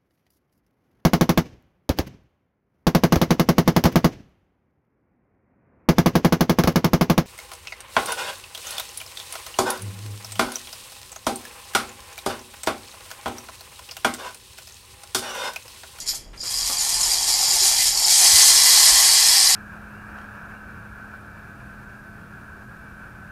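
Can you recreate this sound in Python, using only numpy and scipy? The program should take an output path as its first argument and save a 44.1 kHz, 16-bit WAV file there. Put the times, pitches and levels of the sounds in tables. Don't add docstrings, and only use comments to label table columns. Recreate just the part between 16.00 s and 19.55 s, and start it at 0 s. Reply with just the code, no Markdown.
import sys
import numpy as np
from scipy import signal
from scipy.fft import rfft, irfft
from scipy.io import wavfile
from scipy.ndimage import uniform_filter1d

SR = 44100
rng = np.random.default_rng(int(sys.argv[2]) if len(sys.argv) > 2 else 0)


def bounce(signal):
    frames = np.transpose(np.atleast_2d(signal))
    limited = np.clip(frames, -1, 1)
    pcm = np.round(limited * 32767).astype(np.int16)
    wavfile.write(sys.argv[1], SR, pcm)


N = 156555
T = np.arange(N) / SR


def from_db(db):
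    return 10 ** (np.asarray(db) / 20)


def rms_one(x):
    return x / np.sqrt(np.mean(x ** 2) + 1e-20)


def envelope(rows):
    return np.interp(T, *np.transpose(rows))


def equalise(x, curve):
    size = 4096
    hz, db = np.transpose(curve)
    grid_hz = np.maximum(np.arange(size // 2 + 1) * SR / size, 1)
    gain = from_db(np.interp(np.log(grid_hz), np.log(hz), db))
    cepstrum = irfft(np.log(gain))
    cepstrum[1:size // 2] *= 2
    cepstrum[size // 2 + 1:] = 0
    response = irfft(np.exp(rfft(cepstrum)))
    return signal.fftconvolve(x, response / np.linalg.norm(response))[:N]


def resonate(x, hz, width_hz):
    r = np.exp(-np.pi * width_hz / SR)
    feedback = [1, -2 * r * np.cos(2 * np.pi * hz / SR), r * r]
    return signal.lfilter(np.array([1, 0, -1]) * (1 - r * r) / 2, feedback, x + 1e-18)


def band(x, hz, width_hz):
    return resonate(resonate(x, hz, width_hz), hz, width_hz)


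def strikes(rows):
    out = np.zeros(N)
    for start_s, db in rows:
        out[int(start_s * SR)] += from_db(db)
    return out


def bursts(clicks, decay_s):
    power = signal.lfilter([1], [1, -np.exp(-2 / (decay_s * SR))], clicks ** 2 + 1e-18)
    return np.sqrt(power) * rng.standard_normal(N)


def ring_modes(clicks, modes, blend, spread_db=1.5):
    out, power = 0, 0
    for hz, width_hz, first_db, second_db in modes:
        gain = from_db(first_db + blend * (second_db - first_db))
        strength = rng.choice([-1, 1], N) * from_db(spread_db * rng.uniform(-1, 1, N))
        out = out + gain * band(clicks * strength, hz, width_hz)
        power = power + gain ** 2 * np.pi * width_hz / SR / 2
    return out / np.sqrt(power)


def turned(middle_s=2.25, length_s=0.097):
    return np.clip((T - middle_s) / length_s + .5, 0, 1)


def clumps(depth_db, per_s=28):
    knots = rng.standard_normal(400)
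    flutter = np.interp(T * per_s, np.arange(len(knots)), knots)
    return depth_db * flutter * (1 - 0.75 * turned())


def impacts(flow_db, base_per_s, spread_db=3.5, even_s=0.12):
    per_s = base_per_s * from_db(.65 * np.maximum(flow_db + 20.5, -6))
    sizes = from_db(spread_db * np.minimum(rng.exponential(1, N), 2)) * rng.choice([-1, 1], N)
    clicks = sizes * (rng.random(N) < per_s / SR)
    span = int(even_s * SR)
    power = uniform_filter1d(uniform_filter1d(clicks ** 2, span), span)
    return clicks / np.sqrt(np.maximum(power, per_s / SR))


# frequency in Hz, relative level in dB.
ROOM_TONE_EQ = [(20, -5), (42, 2.5), (60, -9.5), (120, -7.5), (250, -14.5), (600, -17), (2000, -31),
                (8000, -47), (15000, -47)]


def room_tone(rumble_db=-47.5, hum_db=-51.5):
    hum = rms_one(resonate(rng.standard_normal(N), hz=43.2, width_hz=7))
    rumble = equalise(rng.standard_normal(N), ROOM_TONE_EQ)
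    return from_db(rumble_db) * rumble + from_db(hum_db) * hum


def room_reverb(x, t60_s=0.21, wet_db=-2, predelay_s=0.0027, paths=3, changes_per_s=25):
    age = T[:SR // 2]
    tails = rng.standard_normal((paths, len(age))) * from_db(-60 * age / t60_s) * (age > predelay_s)
    knots = rng.standard_normal((paths, 400))
    sends = np.array([np.interp(T * changes_per_s, np.arange(len(row)), row) for row in knots])
    sends /= np.linalg.norm(sends, axis=0)
    wet = sum(signal.fftconvolve(x * send, tail / np.linalg.norm(tail))[:N]
              for send, tail in zip(sends, tails))
    return (x + from_db(wet_db) * wet) / np.sqrt(1 + from_db(wet_db) ** 2)


# start in seconds, level in dB, low and high edge in Hz, decay in seconds.
HAND_BUMPS = [(0.133, -35, 400, 1400, 0.0055), (0.329, -41, 600, 2800, 0.023),
              (0.429, -35.5, 350, 1400, 0.022), (0.694, -28.5, 330, 1400, 0.015),
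              (1.604, -41.5, 333, 440, 0.053), (2.331, -32, 35, 110, 0.016), (2.895, -36, 28.2, 48, 0.13)]


def hands():
    out = 0
    for start_s, db, low_hz, high_hz, decay_s in HAND_BUMPS:
        age = np.maximum(T - start_s, 0) / decay_s
        bump_band = signal.butter(2, [low_hz, high_hz], "band", fs=SR, output="sos")
        scuff = rms_one(signal.sosfilt(bump_band, rng.standard_normal(N)))
        out = out + from_db(db) * scuff * np.minimum(age * 3, 1) * np.exp(-age)
    return out


def end_cap_slam(start_s=.088, level_db=-30, hz=11800, width_hz=600):
    contacts = bursts(strikes([(start_s, level_db)]), decay_s=0.023)
    return band(contacts, hz, width_hz) / np.sqrt(np.pi * width_hz / SR / 2)


# start in seconds, relative level in dB, pitch in Hz.
HARD_LANDINGS = [(0.377, -26, 4930), (0.4045, -17, 4900), (0.4788, -10, 4890), (0.4893, -16, 4930),
                 (0.5084, -21, 4890), (0.5402, -7, 4930), (0.5644, -20, 5100), (0.5734, -12.5, 4950),
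                 (0.617, -22, 4980), (0.629, -10, 4730), (0.7274, -12.5, 4900), (0.7702, -7, 4730),
                 (0.7837, -8, 7140), (0.8101, -7, 6860), (0.9263, -9, 4800), (0.9414, -7, 4970),
                 (1.012, -4.5, 6900), (1.031, -4, 5250), (1.1167, -2, 4790), (1.1344, -14, 4780),
                 (1.3292, -7, 4750), (1.9729, -7, 4450), (2.046, -1.5, 5250)]


def baffle_pings(trim_db=-3, attack_s=.0007, decay_s=0.0043):
    out, age = np.zeros(N), T[:SR // 10]
    shape = (1 - np.exp(-age / attack_s)) * np.exp(-age / decay_s)
    for start_s, db, hz in HARD_LANDINGS:
        start = int(start_s * SR)
        out[start:start + len(age)] += from_db(db + trim_db) * shape * np.sin(2 * np.pi * hz * age)
    return out


# time in seconds, relative level in dB.
BAFFLE_SWELL = [(0, -33), (.05, -41), (.09, -19.5), (.17, -49), (.37, -63), (.41, -30.5), (.56, -30),
                (.9, -27.5), (1.0, -28), (1.14, -22.5), (1.5, -19.5), (1.68, -23), (1.93, -22.5),
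                (2.0, -21), (2.2, -22), (2.36, -15), (2.65, -18.5), (2.85, -15.5), (3.05, -16.5),
                (3.55, -17.5)]
# pitch in Hz, width in Hz, relative level in dB before the turn and after it.
BAFFLE_RING = [(4190, 620, -15, -6), (4730, 275, -4, -1), (4930, 160, -7, -4), (5210, 350, -4.5, -0.5),
               (5470, 430, -9, -8), (6980, 550, -7, -22)]


def baffles(trim_db=-2.5):
    level_db = envelope(BAFFLE_SWELL)
    drops = impacts(level_db, base_per_s=350) * from_db(level_db + trim_db + clumps(depth_db=1.9))
    return ring_modes(drops, BAFFLE_RING, turned())


# time in seconds, relative level in dB.
AIR_SWELL = [(0, -56), (.12, -51), (.28, -71), (.41, -62), (.5, -45), (.75, -39), (.92, -39), (1.02, -36),
             (1.2, -37), (1.42, -32.5), (1.74, -38), (1.92, -38.5), (2.04, -34), (2.3, -31.5), (2.8, -30),
             (3.55, -33.5)]
# pitch in Hz, width in Hz, relative level in dB with the top empty, then full.
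AIR_RING = [(372.5, 93, -12.5, -13.5), (544, 300, -18, -15), (783, 186, 1.5, -2), (906, 230, -6, -7.5),
            (1056, 195, -12.5, 1), (1370, 370, -13, -10)]
# time in seconds, share of the beads from 0 to 1.
TOP_FILL = [(0, 0.8), (.65, 0.9), (1.05, 0.52), (2.18, 0), (2.36, 0.94), (3.55, 0.7)]
# start in seconds, relative level in dB.
CAP_THUDS = [(.81, -15), (.998, -15), (1.06, -16), (1.14, -14), (1.715, -8), (2.02, -6), (2.06, -18)]


def tube_air(clicks, trim_db=-2):
    patter = clicks * from_db(envelope(AIR_SWELL) + trim_db + clumps(depth_db=1.47))
    return ring_modes(patter + strikes(CAP_THUDS), AIR_RING, envelope(TOP_FILL))


# time in seconds, relative level in dB.
WALL_SWELL = [(0, -50), (.09, -42.5), (.26, -60), (.38, -62), (.45, -43), (.7, -37.5), (1.0, -35.5),
              (1.56, -33), (1.87, -29), (1.93, -36), (2.1, -30), (2.28, -25.5), (2.88, -25), (3.55, -27)]
# pitch in Hz, width in Hz, relative level in dB before the turn and after it.
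WALL_RING = [(1766, 240, -5, 0), (2000, 136, -8, 3), (2070, 360, -5, -8.5), (2390, 350, -4.5, -3.5),
             (2943, 560, -7, -5), (3254, 243, 1.5, 2)]


def tube_wall(clicks, trim_db=-1.5):
    return ring_modes(clicks * from_db(envelope(WALL_SWELL) + trim_db), WALL_RING, turned())


def ticks(clicks, spots=18, width_hz=390, ring_gain=0.67, contact_s=0.00046):
    spot = rng.integers(0, spots, N)
    rings = sum(resonate(clicks * (spot == k), hz, width_hz)
                for k, hz in enumerate(np.geomspace(4000, 13000, spots)))
    ringing = ring_gain * rings / np.sqrt(np.pi * width_hz / SR)
    contact = bursts(clicks, contact_s) / np.sqrt(contact_s * SR / 2)
    return (contact + ringing) / np.sqrt(1 + 2 * ring_gain ** 2)


# time in seconds, relative level in dB.
SHAKE_FLOW = [(0.0, -29), (0.058, -64), (0.062, -34), (0.09, -26.5), (0.138, -51), (0.16, -27),
              (0.198, -75), (0.29, -68)]
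POUR_FLOW = [(0.36, -54.5), (0.44, -36), (0.56, -26.5), (0.65, -30), (0.66, -26.5), (0.74, -26.5),
             (0.77, -32), (0.79, -24.5), (1.26, -24), (1.28, -20.5), (1.3, -21.5), (1.43, -21), (1.46, -24),
             (1.64, -19.5), (1.67, -17), (1.75, -21.5), (1.87, -18.5), (1.93, -25), (2.15, -15),
             (2.48, -12.5), (2.54, -15.5), (2.85, -13), (2.86, -14.5), (3.54, -17.5), (3.55, -18)]
# start in seconds, relative level in dB.
WALL_CLACKS = [(0.0634, -20), (0.0734, -20), (0.0817, -18), (0.0912, -9), (0.1476, -11), (0.1584, -23),
               (0.5074, -9), (0.6599, -5), (0.6754, -2), (0.8927, -1), (1.012, -7), (1.0539, -3),
               (1.8454, -22), (1.8764, -8), (2.3574, 10)]
# frequency in Hz, relative level in dB.
RATTLE_EQ = [(200, -32.5), (560, -27), (1400, -18.5), (2700, -14), (3600, -7.5), (4300, -4), (5900, -2),
             (7000, -1.5), (8500, -1.5), (10000, -5), (12100, -8), (13200, -15.5), (15400, -28)]


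def beads(tick_trim_db=0.5, clack_trim_db=-15):
    flow_db = envelope(list(SHAKE_FLOW) + list(POUR_FLOW))
    clicks = impacts(flow_db, base_per_s=2100) * from_db(clumps(depth_db=0.93))
    clacks = from_db(clack_trim_db) * bursts(strikes(WALL_CLACKS), decay_s=.005)
    ticking = ticks(clicks * from_db(flow_db + tick_trim_db))
    return equalise(ticking + clacks, RATTLE_EQ) + tube_wall(clicks) + tube_air(clicks)


def scene():
    sources = beads() + baffles() + baffle_pings() + end_cap_slam() + hands()
    return (room_reverb(sources) + room_tone())[None]


def record(dry, ceiling=.85, cutoff_hz=15500):
    rounded = ceiling * dry / (ceiling ** 4 + dry ** 4) ** .25
    return signal.sosfilt(signal.ellip(10, .2, 90, cutoff_hz, fs=SR, output="sos"), rounded)


dry = scene()
out = record(dry)
bounce(out)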